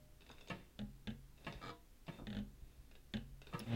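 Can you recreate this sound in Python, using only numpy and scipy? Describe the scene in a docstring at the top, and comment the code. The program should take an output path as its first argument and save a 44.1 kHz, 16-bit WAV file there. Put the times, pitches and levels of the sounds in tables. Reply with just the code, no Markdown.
"""A small room, where an industrial sewing machine inches through leather on its table.
The drive nudges in short knocks, the linkage ticks, the needle bar and foot clunk, and a joint creaks and slips.
Every blow is a click played through colored pulses, decaying modes and noise tails; rubbing is shaped noise.
At the end the motor swells into a steady tone with rough friction. A faint hum and rumble lie underneath."""
import sys
import numpy as np
from scipy import signal
from scipy.fft import rfft, irfft
from scipy.io import wavfile

SR = 44100
rng = np.random.default_rng(int(sys.argv[2]) if len(sys.argv) > 2 else 0)


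def put_to_file(sound):
    """Save the sound as 16-bit audio at rate SR, in the file named by the first command-line argument."""
    columns = np.atleast_2d(sound).T  # one column per channel
    safe = np.clip(columns, -1, 1)
    whole_steps = np.round(safe * 32767)
    wavfile.write(sys.argv[1], SR, whole_steps.astype(np.int16))


N = 165375
T = np.arange(N) / SR

# Ring of the links, struck by ticks and rubbed by the feed.
# Each row: frequency in Hz, level in dB, decay time t60 in seconds.
LINK_MODES = [(2670, -15, 0.025), (3600, -32.5, 0.34), (7960, -30, 0.047)]


def amp(db):
    """Decibels to gain."""
    return 10 ** (np.asarray(db) / 20)


def clicks(times, db):
    """Single-sample blows at the given times in seconds."""
    out = np.zeros(N)
    index = np.clip(np.round(np.asarray(times) * SR).astype(int), 0, N - 1)
    np.add.at(out, index, amp(db))
    return out


def through(x, response):
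    """Play a signal through an impulse response."""
    return signal.fftconvolve(x, response)[:N]


def low_pass(x, hz):
    """Gentle second-order low-pass."""
    sections = signal.butter(2, min(hz, SR / 2 - 1), fs=SR, output="sos")
    return signal.sosfilt(sections, x + 1e-18)  # the offset avoids denormals


def decay(t60, samples=SR):
    """Exponential fade that loses 60 dB in t60 seconds."""
    return np.exp(-np.log(1000) * T[:samples] / t60)


def ring(modes):
    """Response of decaying modes (Hz, dB, t60), alternating in sign."""
    out = np.zeros(SR)
    for k, (hz, db, t60) in enumerate(modes):
        out += (-1) ** k * amp(db) * decay(t60) * np.sin(2 * np.pi * hz * T[:SR])
    return out


def impact(spectrum, size=4096):
    """Minimum-phase pulse of a given color (Hz, dB), thinned below its first frequency, peak 1."""
    hz, db = np.transpose(spectrum)
    f = np.arange(size // 2 + 1) * SR / size + 1
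    color = amp(np.interp(np.log(f), np.log(hz), db))
    bass_cut = f / np.hypot(f, hz[0])
    # Keeping only the first half of the cepstrum packs the energy at the start.
    cepstrum = irfft(np.log(color * bass_cut))
    cepstrum[size // 2:] = 0
    pulse = irfft(np.exp(2 * rfft(cepstrum)))
    return pulse / np.abs(pulse).max()


def tail(t60, db):
    """Dense dying ring of casting and room: noise with a soft onset and energy db."""
    noise = rng.standard_normal(SR) * decay(t60) * (1 - np.exp(-T[:SR] / 0.0017))
    return amp(db) * noise / np.sqrt(np.sum(noise ** 2))


def contact(x, spectrum, t60, tail_db):
    """Blows heard as a short crack and its duller, diffuse tail."""
    direct = through(x, impact(spectrum))
    diffuse = through(direct, tail(t60, tail_db))
    return direct + low_pass(diffuse, hz=6000)


def grit(blows, t60, db):
    """Each blow crumbles into its own short burst of micro-contacts, with energy db."""
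    envelope = decay(t60, SR // 4)
    burst = through(blows, envelope / np.sqrt(np.sum(envelope ** 2)))
    return amp(db) * rng.standard_normal(N) * burst


def background():
    """Colored noise for room rumble and hiss, a faint wavering hum, and a ring dying away from the outset."""
    # Color of the room noise. Each row: frequency in Hz, relative level in dB.
    floor_color = [(20, 5), (45, -5), (80, -12), (150, -17.5), (250, -17.5), (350, -21.5), (600, -30),
                   (1200, -33), (4000, -36.5), (8000, -39), (15500, -39.5)]
    # Hum partials. Each row: frequency in Hz, mean level in dB.
    hum_partials = [(59.5, -66.5), (135, -76.5)]
    # Ring at the outset. Each row: frequency in Hz, level in dB, decay time t60 in seconds.
    after_ring = [(135, -66, .8), (608, -69, .8)]
    floor_db, hum_waver_db = -63, 2.5

    # An extra second lets the filter settle before the part that is kept.
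    noise = signal.fftconvolve(rng.standard_normal(N + SR), impact(floor_color, size=16384))[SR:SR + N]
    room = amp(floor_db) * noise / noise.std()
    waver = np.interp(T, np.linspace(0, T[-1], 20), rng.standard_normal(20))
    hum = sum(amp(db) * np.sin(2 * np.pi * hz * T) for hz, db in hum_partials)
    return room + hum * amp(hum_waver_db * waver) + through(clicks([0], [0]), ring(after_ring))


def thuds():
    """Soft, low bumps of the table: dulled clicks ring its low modes."""
    # Bumps. Each row: time in seconds, blow level in dB.
    bumps = [(1.551, -43.5), (2.222, -45), (2.619, -45), (2.783, -47), (3.325, -48.5)]
    # Their ring. Each row: frequency in Hz, level in dB, decay time t60 in seconds.
    thud_modes = [(38.7, 1, .16), (73, 2, 0.046), (101, -7.5, 0.086), (131, -8.5, 0.23)]
    return through(low_pass(clicks(*np.transpose(bumps)), hz=175), ring(thud_modes))


def rubbing():
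    """Faint, uneven friction that swells and fades with each movement of the feed and keeps the links ringing."""
    # Leather and thread rub as the feed moves. Each row: start in seconds, length in seconds, peak level in dB.
    rubs = [(0.206, 0.42, -70.5), (1.36, 0.34, -67), (2.059, 0.16, -65.5), (2.558, 0.34, -79),
            (3.451, 0.43, -63.5)]
    # Color of the rubbing. Each row: frequency in Hz, relative level in dB.
    rub_color = [(250, 6.5), (600, 1.5), (1100, -6.5), (2600, -12), (3200, -5.5), (3650, -5), (4300, -14),
                 (8000, -20), (16000, -25)]
    rough_db, ring_db = 0.5, -9.5

    level = np.zeros(N)
    for start, length, db in rubs:
        progress = np.clip((T - start) / length, 0, 1)
        level += amp(db) * np.sqrt(np.abs(np.sin(np.pi * progress)))
    noise = through(rng.standard_normal(N), impact(rub_color))
    rough = low_pass(rng.standard_normal(N), hz=89.5)
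    rub = level * amp(rough_db * rough / rough.std()) * noise / noise.std()
    return rub + amp(ring_db) * through(rub, ring(LINK_MODES))


def ticks():
    """Play in the linkage is taken up in small metallic ticks, and once in a bright snap."""
    # Linkage ticks. Each row: time in seconds, blow level in dB, high ping blow in dB.
    tick_events = [(0.208, -56.5, -70), (.219, -52.5, -75), (0.265, -51.5, -76), (0.292, -49, -75),
                   (.314, -48.5, -56.5), (0.3834, -51.5, -82), (0.4098, -48, -63), (0.474, -46.5, -76),
                   (0.484, -48, -53), (0.498, -43, -55), (1.377, -59.5, -83), (1.4467, -46.5, -79),
                   (1.525, -41.5, -75), (2.067, -49.5, -96), (2.913, -52, -87), (2.953, -51.5, -87),
                   (3.417, -47, -62), (3.4696, -46, -67), (3.601, -41, -59)]
    # Color of a tick. Each row: frequency in Hz, relative level in dB.
    tick_color = [(200, 5), (600, 5), (1100, -8), (1600, -0.5), (2100, -6), (2650, 7), (3150, -6),
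                  (3700, 3), (4200, -8), (4900, -4.5), (5800, -13.5), (9000, -30.5), (16000, -32)]
    # Ring of a small spring. Each row: frequency in Hz, level in dB, decay time t60 in seconds.
    spring_modes = [(3690, -5.5, 0.1), (6270, -16.5, 0.073), (6620, -3.5, 0.023), (8440, -21, 0.054)]
    # Ring of the metal snap. Each row: frequency in Hz, level in dB, decay time t60 in seconds.
    snap_modes = [(5290, -1.5, 0.015), (9000, -11, 0.013), (10360, -8, 0.013), (11450, -15.5, 0.038),
                  (12700, -16, 0.014), (15600, -8, 0.015)]

    s, db, ping_db = np.transpose(tick_events)
    blows = clicks(s, db)
    body = contact(grit(blows, t60=0.022, db=6.5), tick_color, t60=0.2, tail_db=-1.5)
    links = through(blows, ring(LINK_MODES))
    pings = through(clicks(s, ping_db), ring(spring_modes))
    snap = clicks([3.593], [-42])
    snap = snap + grit(snap, t60=0.047, db=-2.0)
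    return body + links + pings + through(snap, ring(snap_modes))


def creak():
    """A short run of uneven, gritty slips rings the metalwork; duller single slips come at other times."""
    # Single slips of the joint. Each row: time in seconds, rasp blow in dB, brightness in Hz, ring blow in dB.
    single_slips = [(.301, -46, 1400, -66), (.309, -51.5, 1400, -69), (2.187, -45, 950, -59),
                    (2.197, -44, 846, -56), (2.219, -43, 650, -61), (3.527, -51, 1600, -48),
                    (3.5456, -44.5, 1800, -44.5), (3.554, -46, 1490, -47)]
    # Metalwork. Each row: frequency in Hz, level in dB, decay time t60 in seconds.
    creak_modes = [(313, -7, 0.3), (477, -6, 0.28), (686, -10, 0.32), (780, -9.5, 0.15), (979, -8, 0.29),
                   (1192, -2.5, 0.2), (1281, 1, 0.14), (1680, -3, 0.062), (1845, -7.5, 0.042),
                   (2310, -4, 0.08), (3800, -18, 0.039), (4170, -9, 0.083), (4890, -11, 0.069)]
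    # Color of the rasp. Each row: frequency in Hz, relative level in dB.
    rasp_color = [(120, 10), (600, 0), (1300, -2.5), (1900, -7), (2550, -13), (3600, -3.5), (4900, -15.5),
                  (5800, -23), (7200, -18.5), (10000, -38)]
    start_s, length_s, blow_db = 1.6165, .094, -47.5
    slips_per_s, jitter_periods, spread_db = 93, .05, 0.5
    crack_db, rasp_db, rasp_t60 = 4, 10, 0.039

    after = (np.arange(20) + jitter_periods * rng.standard_normal(20)) / slips_per_s
    # The first slips are up to 3 dB softer.
    strengths = blow_db - 3 * np.exp(-after / 0.022) + spread_db * rng.standard_normal(20)
    slipping = after < length_s
    slips = clicks(start_s + after[slipping], strengths[slipping])
    rasp = amp(crack_db) * slips + grit(slips, rasp_t60, rasp_db)
    for s, db, bright_hz, ring_db in single_slips:
        slips = slips + low_pass(clicks([s], [ring_db]), bright_hz)
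        rasp = rasp + low_pass(grit(clicks([s], [db]), rasp_t60, rasp_db), bright_hz)
    return through(slips, ring(creak_modes)) * amp(-5.5) + contact(rasp, rasp_color, t60=0.25, tail_db=-3)


def clunks():
    """A main blow rings the head while needle bar and foot chatter for a moment, then rattle to rest."""
    # Clunks. Each row: time in seconds, blow level in dB, chatter in seconds, brightness in Hz, head blow in dB.
    clunk_events = [(.502, -35, 0.019, 4400, -39), (1.4667, -36, 0.02, 4340, -41),
                    (2.081, -41.5, 0.018, 3900, -43), (3.536, -40, 0.019, 5150, -38.5)]
    # Color of the chatter. Each row: frequency in Hz, relative level in dB.
    chatter_color = [(90, 2), (170, 17.5), (300, 10), (500, 2), (1100, -9.5), (1450, -8.5), (1900, -1.5),
                     (2800, -7.5), (4000, -8.5), (6000, -19), (10000, -10.5), (16000, -54)]
    # Needle bar and foot. 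Each row: frequency in Hz, relative level in dB, decay time t60 in seconds.
    bar_modes = [(691, -5, 0.11), (913, -8.5, 0.13), (1098, -3.5, 0.047), (1279, -9, 0.081),
                 (1667, -6, 0.057), (1764, -4, 0.047), (2034, -18.5, 0.07), (2300, -5, 0.046),
                 (2720, -1.5, 0.032), (3070, -3.5, 0.033)]
    # Machine head. Each row: frequency in Hz, level in dB, decay time t60 in seconds.
    head_modes = [(112.6, -9, 0.32), (146, -3, .12), (174, -0.5, 0.13), (213, -14.5, 0.31),
                  (301, -24, 0.27), (352, -14.5, 0.37), (484, -18, 0.19), (564, -16, 0.36),
                  (684, -19.5, 0.21), (924, -16, 0.21)]
    contacts_per_s, first_blow_db, chatter_db = 400, 3.5, -1.5
    rattle_per_s, rattle_db, rattle_fade_db_per_s = 90, -10, 125

    chatter, blows = np.zeros((2, N))
    for s, db, length, bright_hz, head_db in clunk_events:
        wobble, size, sign, late = rng.random((4, 20))
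        after = (np.arange(20) + wobble - wobble[0]) / contacts_per_s
        # Contacts vary by 3 dB either way and fade fast once the chatter length is over.
        fade_db = 60 * np.maximum(after / length - 1, 0)
        strengths = db + chatter_db + 6 * (size - .5) - fade_db
        strengths[0] = db + first_blow_db
        up = sign > .5  # contacts push either way at random
        run = clicks(s + after[up], strengths[up]) - clicks(s + after[~up], strengths[~up])
        settling = (np.arange(20) + late) / rattle_per_s
        rattle_levels = db + rattle_db - rattle_fade_db_per_s * settling
        run = run + clicks(s + length + settling, rattle_levels)
        chatter += low_pass(run, bright_hz)
        blows += clicks([s], [head_db])
    body = contact(chatter, chatter_color, t60=0.33, tail_db=-0.5)
    bar = amp(-14) * through(chatter, ring(bar_modes))
    return body + bar + through(blows, ring(head_modes))


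def motor():
    """The motor swells into a steady sum of harmonics, with rough friction that throbs twice a cycle."""
    # Harmonics of the turning motor. Each row: multiple of the turning rate, relative level in dB.
    orders = [(1, 0), (2, -2), (3, -25), (4, -19), (5, -19), (6, -25), (7, -22)]
    # Color of the drive's gritty friction. Each row: frequency in Hz, relative level in dB.
    grind_color = [(150, 13.5), (450, 5), (750, 1.5), (1000, -4.5), (1600, -3), (2600, -2.5), (3700, -4.5),
                   (4500, -19), (6500, -29), (16000, -46)]
    start_s, rise_s, turn_hz = 3.657, .085, 116.5
    hum_db, hum_swell_db = -34.5, 15
    grind_db, grind_swell_db, throb_db = -46.5, 15.5, 2

    rise = np.minimum((T - start_s) / rise_s, 1)
    gate = np.clip(10 * rise, 0, 1)  # silent before the start, open after a tenth of the rise
    turn = 2 * np.pi * turn_hz * (T - start_s)
    hum = sum(amp(db) * np.cos(multiple * turn) for multiple, db in orders)
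    hum = hum * amp(hum_db + hum_swell_db * (rise - 1))
    grind = through(rng.standard_normal(N), impact(grind_color))
    grind_level = amp(grind_db + grind_swell_db * (rise - 1) + throb_db * np.cos(2 * turn))
    return gate * (hum + grind / grind.std() * grind_level)


def knocks():
    """Each nudge of the drive cracks, rings briefly, booms in the table and rocks the stand."""
    # Drive knocks. Each row: time in seconds, crack blow in dB before the mix, table boom blow in dB.
    nudges = [(.791, -33.5, -46), (0.8154, -46.5, -46), (1.0726, -30, -42.5), (1.104, -39.5, -53.5),
              (2.2695, -32.5, -46), (2.3027, -38.5, -48), (2.3283, -37, -48.5), (2.349, -37.5, -44.5),
              (2.368, -33.5, -46.5), (2.388, -39, -44.5), (3.138, -26, -39.5), (3.1696, -33.5, -53.5),
              (3.601, -38.5, -50)]
    # Color of the crack. Each row: frequency in Hz, relative level in dB.
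    crack_color = [(100, -1), (450, 0), (750, -5.5), (1100, -15), (1650, -3), (2250, -14), (2950, -6),
                   (3550, -11), (4300, -20.5), (5300, -31), (6700, -22.5), (9000, -38), (16000, -43)]
    # Metallic ring of the drive, the same in every knock.
    # Each row: frequency in Hz, relative level in dB, decay time t60 in seconds.
    drive_modes = [(1572, -20, 0.052), (1854, -16, 0.034), (2520, -24, 0.069), (2926, -11, 0.017),
                   (3545, -7, 0.019), (3850, -18, 0.034), (4180, -15, 0.013)]
    # Table and motor mount. Each row: frequency in Hz, level in dB, decay time t60 in seconds.
    table_modes = [(92.9, -9.5, 0.33), (118.5, -2, 0.2), (134.1, -11, 1), (206.4, 4, 0.24), (225, 0, 0.24),
                   (253.6, -11, 0.3), (312, -21, 0.08), (395.5, -17.5, 0.35), (477.5, -19.5, 0.32),
                   (562, -16, 0.23), (655, -12.5, 0.048), (812.6, -20.5, 0.28)]
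    stand_mode = (41.65, -8.5, 1)  # Hz, dB, t60 in seconds

    s, crack_db, boom_db = np.transpose(nudges)
    blows = clicks(s, crack_db)
    metal = through(blows, ring(drive_modes))
    metal = metal + through(metal, tail(t60=0.06, db=-27))
    gritty = amp(-8.5) * blows + grit(blows, t60=0.055, db=1)
    crack = contact(gritty, crack_color, t60=0.22, tail_db=-3)
    boom = through(clicks(s, boom_db), ring(list(table_modes) + [stand_mode]))
    return amp(-4.5) * (crack + metal) + boom


def scene():
    """The room and all parts of the machine, summed to one channel."""
    machine = thuds() + rubbing() + ticks() + creak() + clunks() + motor() + knocks()
    return (background() + machine)[None]


def record(dry):
    """A tenth-order elliptic low-pass cuts the top steeply."""
    return signal.sosfilt(signal.ellip(10, .2, 70, 15900, fs=SR, output="sos"), dry)


dry = scene()
out = record(dry)
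put_to_file(out)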